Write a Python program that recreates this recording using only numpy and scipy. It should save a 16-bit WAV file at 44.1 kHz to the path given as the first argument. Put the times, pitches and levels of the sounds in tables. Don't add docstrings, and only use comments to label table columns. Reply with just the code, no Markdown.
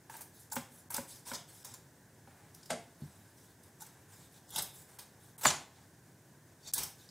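import sys
import numpy as np
from scipy import signal
from scipy.fft import rfft, irfft
from scipy.io import wavfile
from scipy.ndimage import uniform_filter1d

SR = 44100
rng = np.random.default_rng(int(sys.argv[2]) if len(sys.argv) > 2 else 0)


def makeup_ratio(level_db):
    decades = np.asarray(level_db, float) / 20
    return 10 ** decades


def int16_out(signal):
    q = np.round(np.clip(np.atleast_2d(signal).T, -1, 1) * 32767)
    wavfile.write(sys.argv[1], SR, q.astype(np.int16))


N = 313506
SPLIT_HZ = 8040


def rms_one(x):
    return x / np.sqrt(np.mean(x ** 2) + 1e-20)


def at_hz(points, hz):
    table_hz, value = np.array(points).T
    return np.interp(np.log(hz + 1), np.log(table_hz), value)


def coloured(spectrum, size=N):
    hz = np.fft.rfftfreq(size, 1 / SR)
    return rms_one(irfft(rfft(rng.standard_normal(size)) * makeup_ratio(at_hz(spectrum, hz)), size))


def band(x, low_hz, high_hz):
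    return signal.sosfilt(signal.butter(2, [low_hz, min(high_hz, .45 * SR)], "band", fs=SR, output="sos"), x)


def resonance(x, hz, width_hz):
    r = np.exp(-np.pi * width_hz / SR)
    return signal.lfilter([(1 - r * r) / 2, 0, (r * r - 1) / 2], [1, -2 * r * np.cos(2 * np.pi * hz / SR), r * r], x)


def flicker(rate_hz):
    r = np.exp(-2 * np.pi * rate_hz / SR)
    return rms_one(signal.lfilter([1], [1, -2 * r, r * r], rng.standard_normal(N + SR))[SR:])


def patchy(x, gains_of):
    _, _, cells = signal.stft(x, nperseg=512)
    gains = gains_of(rng.random((33, cells.shape[1] // 4 + 1)))
    gains = np.kron(gains, np.ones((8, 4)))[:len(cells), :cells.shape[1]]
    return signal.istft(cells * gains, nperseg=512)[1][:N]


def add(out, s, sound):
    at = round(s * SR)
    out[at:at + len(sound)] += sound[:N - at]


def hum():
    # frequency [Hz], level [dB per Hz].
    rumble = [(15, -63), (25, -40), (97, 0), (159, -0.5), (202, -7), (368, -8.5), (483, -13), (1010, -16.5),
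              (1390, -28), (1680, -16.5), (2460, -29), (4360, -29), (6380, -24), (14400, -32.5),
              (16500, -32)]
    # frequency [Hz], width [Hz], level [dB].
    whine_bands = [(1525, 200, -75.5), (6300, 140, -101.5), (8200, 270, -81), (10200, 670, -82),
                   (14350, 800, -80.5)]
    whine = sum(makeup_ratio(db) * rms_one(resonance(rng.standard_normal(N), hz, width_hz))
                for hz, width_hz, db in whine_bands)
    return makeup_ratio(-61 + .5 * flicker(9.2)) * coloured(rumble) + whine


def stray(mid):
    # frequency [Hz], level [dB per Hz].
    stray_spectrum = [(18, -43), (30, 2), (157, -9.5), (384, -5.5), (962, -5), (1960, -6), (2120, -5),
                      (4300, -2.5), (16000, -2)]
    side_db, mask_db = -73.5, -40.5
    silent_share, follows = .3, 1.1
    loudness = uniform_filter1d(mid ** 2, size=1024) / makeup_ratio(mask_db) ** 2
    patches = patchy(coloured(stray_spectrum), lambda draw: draw > silent_share)
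    return makeup_ratio(side_db) * patches * np.sqrt(1 + follows * loudness) / (1 + loudness ** 4)


def kitchen(x):
    # frequency [Hz], t60 [s], level [dB].
    decay = [(100, 0.22, 18), (244, 0.56, 1.5), (690, 0.33, -1.5), (1500, 0.42, 0), (3000, 0.35, -3),
             (6000, 0.34, -4), (12000, 0.18, -3)]
    t, tail = np.arange(SR // 2) / SR, 0
    for low_hz in 60 * 2. ** np.arange(8):
        noise = band(rng.standard_normal(len(t)), low_hz, 2 * low_hz)
        level_db = at_hz(np.array(decay)[:, ::2], 1.4 * low_hz)
        t60 = at_hz(np.array(decay)[:, :2], 0.91 * low_hz)
        tail = tail + noise * makeup_ratio(level_db - 60 * t / t60)
    tail = tail * np.clip((t - .003) / 0.008, 0, 1)
    return signal.fftconvolve(x, tail / np.sqrt(np.sum(tail ** 2)))[:N]


def struck(hits, modes, spread_db, turns, crack_hz, crack_low_hz=380):
    out, t = np.zeros((2, N)), np.arange(SR // 2) / SR
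    hz, level_db, t60 = np.transpose(modes)[:, :, None]
    swing = (1 - np.exp(-t * hz / turns)) * makeup_ratio(-np.minimum(60 * t / t60, 200)) * np.sin(2 * np.pi * hz * t)
    chance = rng.standard_normal((len(hits), len(modes), 1))
    edge = signal.butter(6, 11500, fs=SR, output="sos")
    crack_shape = (1 - np.exp(-t / 0.0067)) * makeup_ratio(-60 * t / 0.036)
    for (s, db, crack_db, cut_hz), luck in zip(hits, chance):
        strength = makeup_ratio(level_db + spread_db * luck) / np.sqrt(1 + (hz / cut_hz) ** 4)
        noise = signal.sosfilt(edge, band(rng.standard_normal(len(t)), crack_low_hz, crack_hz))
        add(out[0], s, makeup_ratio(db - 7.5) * np.sum(strength * swing, axis=0))
        add(out[1], s, makeup_ratio(crack_db) * rms_one(noise) * crack_shape)
    return out


def tapped(hits, modes):
    out, t = np.zeros(N), np.arange(SR // 5) / SR
    hz, level_db, t60 = np.transpose(modes)[:, :, None]
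    swing = makeup_ratio(level_db - 60 * t / t60) * (1 - np.exp(-t * hz / 1.1)) * np.sin(2 * np.pi * hz * t)
    ring = np.sum(swing, axis=0)
    for s, db in hits:
        add(out, s, makeup_ratio(db) * ring)
    return out


def pings(rows, thin_hz=0):
    out = np.zeros(N)
    for s, db, hz, t60 in rows:
        t = np.arange(round(2 * t60 * SR)) / SR
        add(out, s, makeup_ratio(db + 4.5 - 60 * t / t60) * (1 - np.exp(-t * hz / 2.3)) * np.sin(2 * np.pi * hz * t))
    return np.diff(out, prepend=0) * SR / (2 * np.pi * thin_hz) if thin_hz else out


def meat_thumps():
    # start [s], peak [dB], crack [dB], contact cut-off [Hz].
    thumps = [
        (.94, -41, -80, 150),
        (3.020, -32.5, -85, 307),
        (3.0333, -36, -85, 300),
        (3.040, -44, -85, 300),
        (4.565, -42, -80, 200),
        (4.59, -41.5, -80, 200),
        (5.99, -65, -78, 300),
        (6.29, -67, -73, 300),
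        (6.80, -58, -68, 400),
    ]
    # frequency [Hz], level [dB], t60 [s].
    basin = [(147, 11, 0.042), (200, 9, 0.04), (390, -5, .05)]
    return struck(thumps, basin, 1.0, turns=0.61, crack_hz=3000)


def board_knocks():
    # start [s], peak [dB], crack [dB], contact cut-off [Hz].
    knocks = [
        (0.565, -24.5, -30, 1500),
        (0.981, -28.5, -54, 1500),
        (1.315, -33.5, -32, 1500),
        (2.273, -49.5, -54, 1500),
    ]
    # frequency [Hz], level [dB], t60 [s].
    board = [(120, -2.5, 0.086), (150, 1, 0.074), (243, 9.5, 0.07), (545.6, 0, 0.088), (900, 12, 0.019),
             (963, -4.5, 0.083), (1500, 16, 0.011), (2210, -1, 0.041), (2790, -10, 0.1)]
    return struck(knocks, board, 0.97, turns=2.83, crack_hz=3500)


def rim_slaps():
    # start [s], peak [dB], crack [dB], contact cut-off [Hz].
    slaps = [
        (2.703, -23, -24, 3000),
        (2.709, -38, -34, 3000),
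        (2.716, -32, -35, 1000),
        (2.727, -23, -32, 900),
    ]
    # frequency [Hz], level [dB], t60 [s].
    rim = [(150, -0.5, 0.057), (234.4, -4, 0.11), (345, -5.5, 0.036), (453, -17.5, 0.21), (554, 1.5, 0.047),
           (627, -6.5, 0.16), (678, 1.5, 0.11), (746, 1, 0.031), (1000, -7, 0.022), (1310, -2.5, 0.03),
           (1570, 1.5, 0.034), (2500, -13, 0.028)]
    return struck(slaps, rim, 1.0, turns=1.9, crack_hz=10600)


def booms():
    # start [s], peak [dB], pitch [Hz], t60 [s].
    boom_events = [(.5652, -33, 880, .03), (.9635, -41, 944, .03), (.981, -51, 87, .12),
                   (.986, -36, 547, .06), (1.266, -49, 1000, .04), (1.288, -56, 1000, .08),
                   (1.316, -43.5, 108, .15), (2.73, -42, 645, 0.15), (2.765, -45.5, 690, .15),
                   (2.275, -57, 793, .08), (3.020, -46, 192, .04), (5.4545, -19, 2130, 0.0042),
                   (5.455, -32.5, 271, 0.064), (5.458, -29, 615, .08), (5.4722, -21, 7050, .012),
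                   (5.50, -43, 1240, .06), (5.51, -41, 710, .12), (5.54, -43, 150, .1),
                   (6.295, -56, 129, .08), (6.778, -42.5, 934, .05)]
    return pings(boom_events)


def heel_taps():
    # start [s], peak [dB].
    taps = [
        (.0972, -39),
        (.0995, -52),
        (.141, -45),
        (.1525, -43),
        (.207, -49.5),
        (.522, -48),
        (.537, -42),
    ]
    # frequency [Hz], level [dB], t60 [s].
    heel = [(895, 4.5, 0.025), (1656, -2, 0.024), (2374, -12, 0.028), (2660, -16, 0.033)]
    return tapped(taps, heel)


def bone_break():
    # start [s], peak [dB], crack [dB], contact cut-off [Hz].
    breaks = [
        (5.4525, -15.5, -27, 2000),
        (5.4570, -14.5, -20.5, 2500),
        (5.460, -29, -51, 2500),
    ]
    # frequency [Hz], level [dB], t60 [s].
    bone = [(140, -7.5, 0.12), (210, -5, 0.037), (659, -35, 0.029), (860, -5, 0.01), (870, -5, 0.024),
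            (1000, -11, 0.014), (1106, 2, 0.013), (1250, -4.5, 0.025), (1730, -1, 0.0089),
            (1850, -4, 0.012), (2200, 10, 0.0088), (4400, -2, 0.0082)]
    return struck(breaks, bone, 0.83, turns=0.36, crack_hz=2000)


def bone_snap():
    centre_s, width_s, lean = 5.45672, .00019, .25
    t = (np.arange(N) / SR - centre_s) / width_s
    return makeup_ratio(-7.5) * (t ** 2 - 1 - lean * t) * np.exp(-.5 * t ** 2)


def bone_splinters():
    # start [s], peak [dB].
    splinters = [
        (5.4535, -25.5),
        (5.464, -31),
        (5.469, -35),
        (5.477, -42),
        (5.503, -38),
    ]
    # frequency [Hz], level [dB], t60 [s].
    shard = [(660, 0, 0.05), (783, 4, 0.026), (1050, 8.5, 0.019), (1677, 2.5, 0.042), (2191, -4, 0.02),
             (3470, -3, 0.02), (4430, -8, 0.016)]
    return tapped(splinters, shard)


def steel_chatter():
    # start [s], peak [dB], crack [dB], contact cut-off [Hz].
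    chatter = [
        (5.4668, -21.5, -38, 12000),
        (5.470, -18.5, -36, 12000),
        (5.478, -24, -20, 12000),
        (5.486, -25.5, -31, 12000),
        (5.495, -36, -22.5, 12000),
        (5.503, -37, -18, 12000),
    ]
    # frequency [Hz], level [dB], t60 [s].
    steel = [(2950, 1.5, 0.024), (3556, 3.5, 0.025), (5440, -18, 0.021), (6020, -6, 0.048),
             (7005, 6, 0.035), (7150, 15.5, 0.011), (7800, 0, 0.0244), (8270, -12.5, 0.075)]
    return struck(chatter, steel, 0.7, turns=3.8, crack_hz=9100, crack_low_hz=2440)


def fibre_pricks():
    # start [s], peak [dB], pitch [Hz].
    pricks = [(0.1684, -39, 10770), (0.2173, -35, 14560), (0.5585, -29, 14380), (0.5613, -31, 14040),
              (0.9024, -35, 9820), (0.9075, -34, 8700), (0.9097, -34, 13870), (1.0893, -44, 7060),
              (1.1707, -46, 5680), (1.2859, -40, 8270), (1.3136, -39, 7920), (1.3344, -33, 5250),
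              (1.3622, -38, 4820), (2.7079, -25, 8790), (2.7278, -39, 7670), (2.7595, -44, 7580),
              (3.8062, -45, 7920), (3.8134, -42, 7240), (3.8273, -39, 15590), (4.5872, -24, 8180),
              (4.6075, -32, 4570), (4.6253, -23, 10590), (4.6569, -41, 8870), (5.3838, -41, 10340),
              (5.4109, -40, 11110), (5.4131, -37, 13700), (5.4225, -34, 11540), (5.4383, -29, 11970),
              (5.4547, -20, 4220), (5.5312, -30, 6890), (5.5626, -35, 6630), (5.5735, -36, 6980),
              (5.6019, -46, 6200), (6.6776, -37, 7670), (6.7362, -19, 7490), (6.7647, -32, 8610),
              (6.7707, -33, 9390), (6.7809, -25, 8350), (6.7829, -25, 9130), (6.7993, -31, 8870),
              (6.8158, -33, 6030), (6.8503, -34, 9560), (6.8612, -38, 10680), (6.8808, -43, 7410)]
    cycles = 15
    return pings([(s, db, hz, cycles / hz) for s, db, hz in pricks], thin_hz=8000)


def snags():
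    # start [s], peak [dB], pitch [Hz], top [dB], knock [dB].
    gristle = [(0.0935, -53, 8910, -66, -57), (0.144, -53, 8550, -59, -55), (0.207, -36, 8500, -41, -65),
               (0.5198, -26.5, 7150, -41, -44.5), (0.527, -43, 7600, -34, -48),
               (0.555, -42, 6400, -35, -52), (0.903, -43, 8620, -36, -46.5), (0.9408, -28, 5300, -30, -49),
               (0.9638, -25, 7800, -33, -45), (1.273, -32, 8200, -48, -62), (1.333, -30, 5100, -55, -46.5),
               (1.6464, -32.5, 6200, -40.5, -56), (1.7377, -36, 7140, -46, -57.5),
               (3.8055, -40, 7100, -49, -60), (3.8188, -39, 6300, -43, -48.5),
               (4.559, -24.5, 3680, -31.5, -44.5), (4.581, -20.5, 8200, -29.5, -42),
               (4.986, -36, 8250, -45, -53), (6.7352, -18.5, 8250, -24.5, -69),
               (6.779, -21.5, 8600, -26, -56)]
    # start [s], peak [dB], pitch [Hz], top [dB].
    ticks = [(0.166, -45, 9100, -42.5), (0.2158, -37, 8400, -41.5), (2.5446, -44, 5660, -49.5),
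             (2.629, -40.5, 5000, -67), (2.6563, -42, 5060, -51.5), (3.632, -48, 8370, -58),
             (3.864, -40.5, 7960, -50), (4.49, -48, 5000, -54), (4.5034, -44, 3400, -45),
             (4.62, -33, 8250, -31.5), (5.379, -56, 8510, -46.5), (6.674, -34, 6460, -51),
             (6.831, -27, 5530, -31), (7.0884, -43, 5030, -80)]
    # time [s], pitch [Hz].
    grip = [
        (0, 950),
        (.55, 895),
        (1.3, 963),
        (1.75, 1020),
        (3.82, 860),
        (4.56, 900),
        (5, 1000),
    ]
    tick_knock_db, grip_spread = -44, 0.016
    out, t = np.zeros((2, N)), np.arange(SR // 5) / SR
    shape = (1 - np.exp(-t / 0.0031)) * (makeup_ratio(-60 * t / 0.03) + 0.23 * makeup_ratio(-60 * t / 0.075))
    swell = t / .004 * np.exp(1 - t / .004)
    for s, db, hz, top_db, knock_db in gristle + [(*row, row[1] + tick_knock_db) for row in ticks]:
        knock_hz = np.interp(s, *np.transpose(grip)) * (1 + grip_spread * rng.standard_normal())
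        knock = np.sin(2 * np.pi * knock_hz * t) + 0.36 * np.sin(2 * np.pi * 1.7 * knock_hz * t)
        add(out[0], s, makeup_ratio(knock_db + 2.0) * swell * knock)
        noise = rng.standard_normal((2, len(t)))
        broad = rms_one(band(noise[0], np.clip(0.81 * hz, 2800, 4800), SPLIT_HZ))
        middle = broad + 1.48 * rms_one(resonance(noise[0], hz, 400))
        top = rms_one(band(noise[1], SPLIT_HZ, 15400))
        grit = makeup_ratio(3 * np.repeat(rng.standard_normal(len(t) // 30), 30))
        add(out[1], s, shape * grit * (makeup_ratio(db - 13.5) * middle + makeup_ratio(top_db + 1.5) * top))
    return out


def songs(noise):
    # start [s], length [s], pitch [Hz], level [dB].
    song_events = [(0.106, 0.022, 1630, -57), (0.513, 0.0074, 7200, -50), (.966, 0.013, 8000, -42),
                   (1.343, 0.023, 4920, -47), (1.343, .012, 5700, -46), (1.343, .012, 4350, -48),
                   (1.36, .02, 6200, -54), (1.252, .01, 5100, -58), (1.275, .006, 8800, -52),
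                   (1.297, 0.0072, 8200, -54), (4.522, .02, 3270, -52), (4.554, 0.034, 5300, -53),
                   (4.56, .04, 3990, -49), (4.584, .012, 8400, -43), (5.453, .004, 4450, -37),
                   (5.482, 0.03, 5980, -35), (5.483, 0.0074, 2890, -37), (5.522, 0.03, 7020, -44),
                   (5.555, .03, 6800, -49), (6.63, .07, 5440, -60), (6.628, .03, 4500, -64),
                   (6.735, .022, 1570, -52), (6.645, 0.02, 3600, -62), (6.66, 0.034, 4240, -59),
                   (6.672, .018, 7100, -50), (6.672, .014, 8300, -51), (6.66, .045, 5500, -56),
                   (6.672, .02, 4400, -52), (6.736, 0.07, 11000, -44), (6.736, .004, 7900, -35),
                   (6.7795, .005, 8630, -37), (6.779, .006, 3540, -50), (6.8315, .012, 5270, -43)]
    width_hz, attack_s, release_db_per_s = 320, .003, 1496.5
    out, lead = np.zeros(N), SR // 10
    for s, length, hz, db in song_events:
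        t = np.arange(round((length + .08) * SR)) / SR
        near = noise[round(s * SR) - lead:][:lead + len(t)]
        line = rms_one(resonance(resonance(near, hz, width_hz), hz, width_hz))[lead:]
        release_db = release_db_per_s * np.maximum(t - length, 0)
        add(out, s, makeup_ratio(db - release_db) * np.minimum(t / attack_s, 1) * line)
    return out


def singing(hiss):
    # frequency [Hz], width [Hz], level [dB].
    blade = [(3400, 24, -16), (4340, 210, -12.5), (5170, 240, 0), (7840, 580, -4.5), (8250, 79, -18),
             (10700, 330, 0.5)]
    return sum(makeup_ratio(db + 6 * flicker(5)) * resonance(hiss, hz, width_hz) for hz, width_hz, db in blade)


def carcass(x):
    # frequency [Hz], width [Hz], level [dB].
    peaks = [(400, 1280, 1), (880, 215, 10.5), (1240, 890, -5.5), (1560, 140, 7), (2170, 450, -8)]
    signs = (-1) ** np.arange(len(peaks))
    return rms_one(sum(sign * makeup_ratio(db) * resonance(x, hz, width_hz)
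                       for sign, (hz, width_hz, db) in zip(signs, peaks)))


def pressure(rows, attack_s, sag_db_per_s, release_db_per_s):
    gains = np.zeros((3, N))
    for s, length, hiss_db, top_db, body_db in rows:
        t = np.arange(round((length + .25) * SR)) / SR
        fall_db = sag_db_per_s * t + release_db_per_s * np.maximum(t - length, 0)
        shape = np.minimum(t / attack_s, 1) * makeup_ratio(-fall_db)
        for gain, db in zip(gains, (hiss_db, hiss_db + top_db, hiss_db + body_db)):
            add(gain, s, makeup_ratio(db) * shape)
    return gains


def pushes():
    # start [s], length [s], hiss [dB], top share [dB], body share [dB].
    push_events = [(0.095, 0.14, -57.5, 4.5, 2.5), (.497, 0.0076, -67, 7, -7), (0.515, 0.051, -50.5, 9, 1),
                   (0.557, 0.027, -49, -13, 3), (0.902, 0.04, -52, 9.5, 3.5), (.942, 0.045, -47, -1, 3),
                   (1.333, 0.018, -43, -16, -9), (1.645, 0.074, -54.5, -3, -4),
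                   (1.737, 0.0048, -52, -17, -5), (3.8, 0.095, -63.5, -12, 2), (4.549, .01, -54, 6, -8),
                   (4.6215, 0.0046, -53, 5, -10), (4.59, 0.03, -56.5, -10, -1),
                   (4.988, 0.0077, -49, -0.5, -6), (5.38, 0.073, -62.5, 13, 2), (5.41, 0.034, -53, 9, 2.5),
                   (5.432, 0.023, -37.5, 2.5, -1), (5.457, 0.011, -34.5, -5, -8.5),
                   (5.475, 0.071, -55, -7, 14.5), (6.7355, 0.046, -40.5, -12, -9),
                   (6.779, 0.067, -41.5, -3, -7)]
    return pressure(push_events, attack_s=0.0027, sag_db_per_s=35.5, release_db_per_s=507)


def draws():
    # start [s], length [s], hiss [dB], top share [dB], body share [dB].
    draw_events = [(.325, 0.11, -66, 10, -14), (.7, 0.1, -65.5, 10.5, -4), (1.07, 0.089, -53, 3.5, -14),
                   (1.25, 0.089, -49, 2.5, -2.5), (1.47, 0.18, -61, 6, -5), (1.77, 0.13, -82, 5, -2),
                   (2.26, 0.25, -72, 4, 10), (2.53, 0.46, -66.5, 1, -2), (2.99, 0.35, -67.5, 5, 1.5),
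                   (3.36, 0.15, -66, 2, -10), (3.62, 0.058, -71.5, 6, 2.5), (3.9, 0.16, -78, 10, 11),
                   (4.08, 0.18, -61.5, 1, -3), (4.31, 0.066, -62.5, -1.5, -6), (4.725, 0.1, -62, 8.5, -4),
                   (4.87, 0.15, -70, 9, 7.5), (5.02, 0.079, -70, -13, -12), (5.19, 0.1, -66.5, 6, -3),
                   (5.74, 0.086, -66, -24, -1), (6.04, .08, -83, -2, 8), (6.97, 0.085, -60.5, -2.5, -27)]
    return pressure(draw_events, attack_s=0.022, sag_db_per_s=19.5, release_db_per_s=305)


def strain():
    # moment of giving [s], climb [s], hiss [dB], top share [dB], body share [dB].
    strains = [
        (2.705, 0.013, -36.5, -13, 1.5),
        (3.82, 0.05, -57, 9, -15),
        (4.551, 0.12, -47.5, -5, -6.5),
        (4.587, 0.066, -34, -9, -5.5),
        (5.452, 0.006, -26, -16, -7.5),
        (6.684, 0.1, -44.5, -9, -12.5),
    ]
    climb_db, release_db_per_s = 33.5, 700
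    gains = np.zeros((3, N))
    for s, climb, hiss_db, top_db, body_db in strains:
        t = np.arange(round((climb + .1) * SR)) / SR - climb
        shape = makeup_ratio(climb_db * np.minimum(t, 0) / climb - release_db_per_s * np.maximum(t, 0))
        for gain, db in zip(gains, (hiss_db, hiss_db + top_db, hiss_db + body_db)):
            add(gain, s - climb, makeup_ratio(db) * shape)
    return gains


def strokes():
    # frequency [Hz], level [dB per Hz].
    friction = [(1470, -14.5), (2500, -11.5), (2720, -11.5), (3630, -0.5), (4170, -4), (8400, -4.5),
                (9510, -5), (14000, -8), (16000, -9.5)]
    wet_db = 4
    grain = makeup_ratio(0.4 * flicker(87) + 1.0 * flicker(23))
    hiss = coloured(friction)
    sung = songs(hiss)
    hiss = patchy(hiss + makeup_ratio(-9.5) * singing(hiss), lambda draw: makeup_ratio(wet_db * np.sqrt(12) * (draw - .5)))
    top = signal.sosfilt(signal.butter(4, SPLIT_HZ, "high", fs=SR, output="sos"), hiss)
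    middle = signal.sosfilt(signal.butter(4, SPLIT_HZ, fs=SR, output="sos"), hiss)
    layers = np.array([rms_one(middle), rms_one(top), carcass(rng.standard_normal(N))])
    gains = pushes() + draws() + strain()
    return makeup_ratio(-5.0) * grain * np.array([sung, np.sum(gains * layers, axis=0)])


def scene():
    no_deep_bass = signal.butter(3, 75, "high", fs=SR, output="sos")
    blows = meat_thumps() + board_knocks() + rim_slaps() + bone_break() + steel_chatter() + snags()
    rings, cracks = signal.sosfilt(no_deep_bass, blows)
    small_rings = booms() + heel_taps() + bone_splinters()
    rings = rings + bone_snap() + signal.sosfilt(no_deep_bass, small_rings)
    cracks = cracks + fibre_pricks()
    rings, cracks = np.array([rings, cracks]) + strokes()
    room = makeup_ratio(-6.5) * kitchen(cracks + makeup_ratio(-9) * rings)
    mid = rings + cracks + room + hum()
    side = stray(mid)
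    return np.array([mid + side, mid - side])


def starve_bands(heard):
    # start [s], length [s], depth [dB], low edge [Hz], high edge [Hz].
    gaps = [(.494, .005, -12, 2200, 17000), (.518, .009, -25, 2100, 4000), (.538, .018, -12, 1500, 4500),
            (.547, .009, -14, 4500, 7200), (.549, .007, -8, 8200, 12000), (.889, .007, -26, 2000, 17000),
            (1.633, .007, -12, 2200, 17000), (2.715, .08, -10, 12500, 17000),
            (4.976, .009, -10, 2200, 17000), (4.47, .18, -10, 2200, 2600), (5.369, .009, -18, 2200, 17000),
            (5.468, .13, -5, 12500, 17000), (6.718, .008, -30, 60, 17000), (6.726, .008, -2, 2200, 17000),
            (6.741, .018, -22, 300, 1350), (6.741, .02, -12, 1750, 3300), (6.745, .04, -14, 2050, 2350),
            (6.745, .04, -12, 2750, 3050), (.912, .01, -10, 3000, 5500), (.935, .005, -14, 2800, 7200),
            (4.53, .05, -14, 1700, 1950), (4.48, .03, -10, 2200, 2900), (1.32, .06, -6, 2400, 3600),
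            (.097, .03, -9, 4000, 4700), (6.655, .04, -10, 12500, 13100), (.545, .011, -10, 12000, 14000),
            (.538, .007, -14, 1500, 2600)]
    margin_s = .03
    for s, length, db, low_hz, high_hz in gaps:
        at, size = round((s - margin_s) * SR), round((length + 2 * margin_s) * SR)
        t = np.arange(size) / SR - margin_s
        loss = uniform_filter1d((1 - makeup_ratio(db)) * ((t > 0) & (t < length)), size=40)
        band_pass = signal.butter(4, [low_hz, high_hz], "band", fs=SR, output="sos")
        heard[:, at:at + size] -= loss * signal.sosfiltfilt(band_pass, heard[:, at:at + size])
    return heard


def low_pass(x):
    return signal.sosfilt(signal.butter(12, 16990, fs=SR, output="sos"), x)


def record(dry):
    heard = signal.sosfilt(signal.cheby2(14, 40, 16050, fs=SR, output="sos"), dry)
    return low_pass(starve_bands(heard))


dry = scene()
out = record(dry)
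int16_out(out)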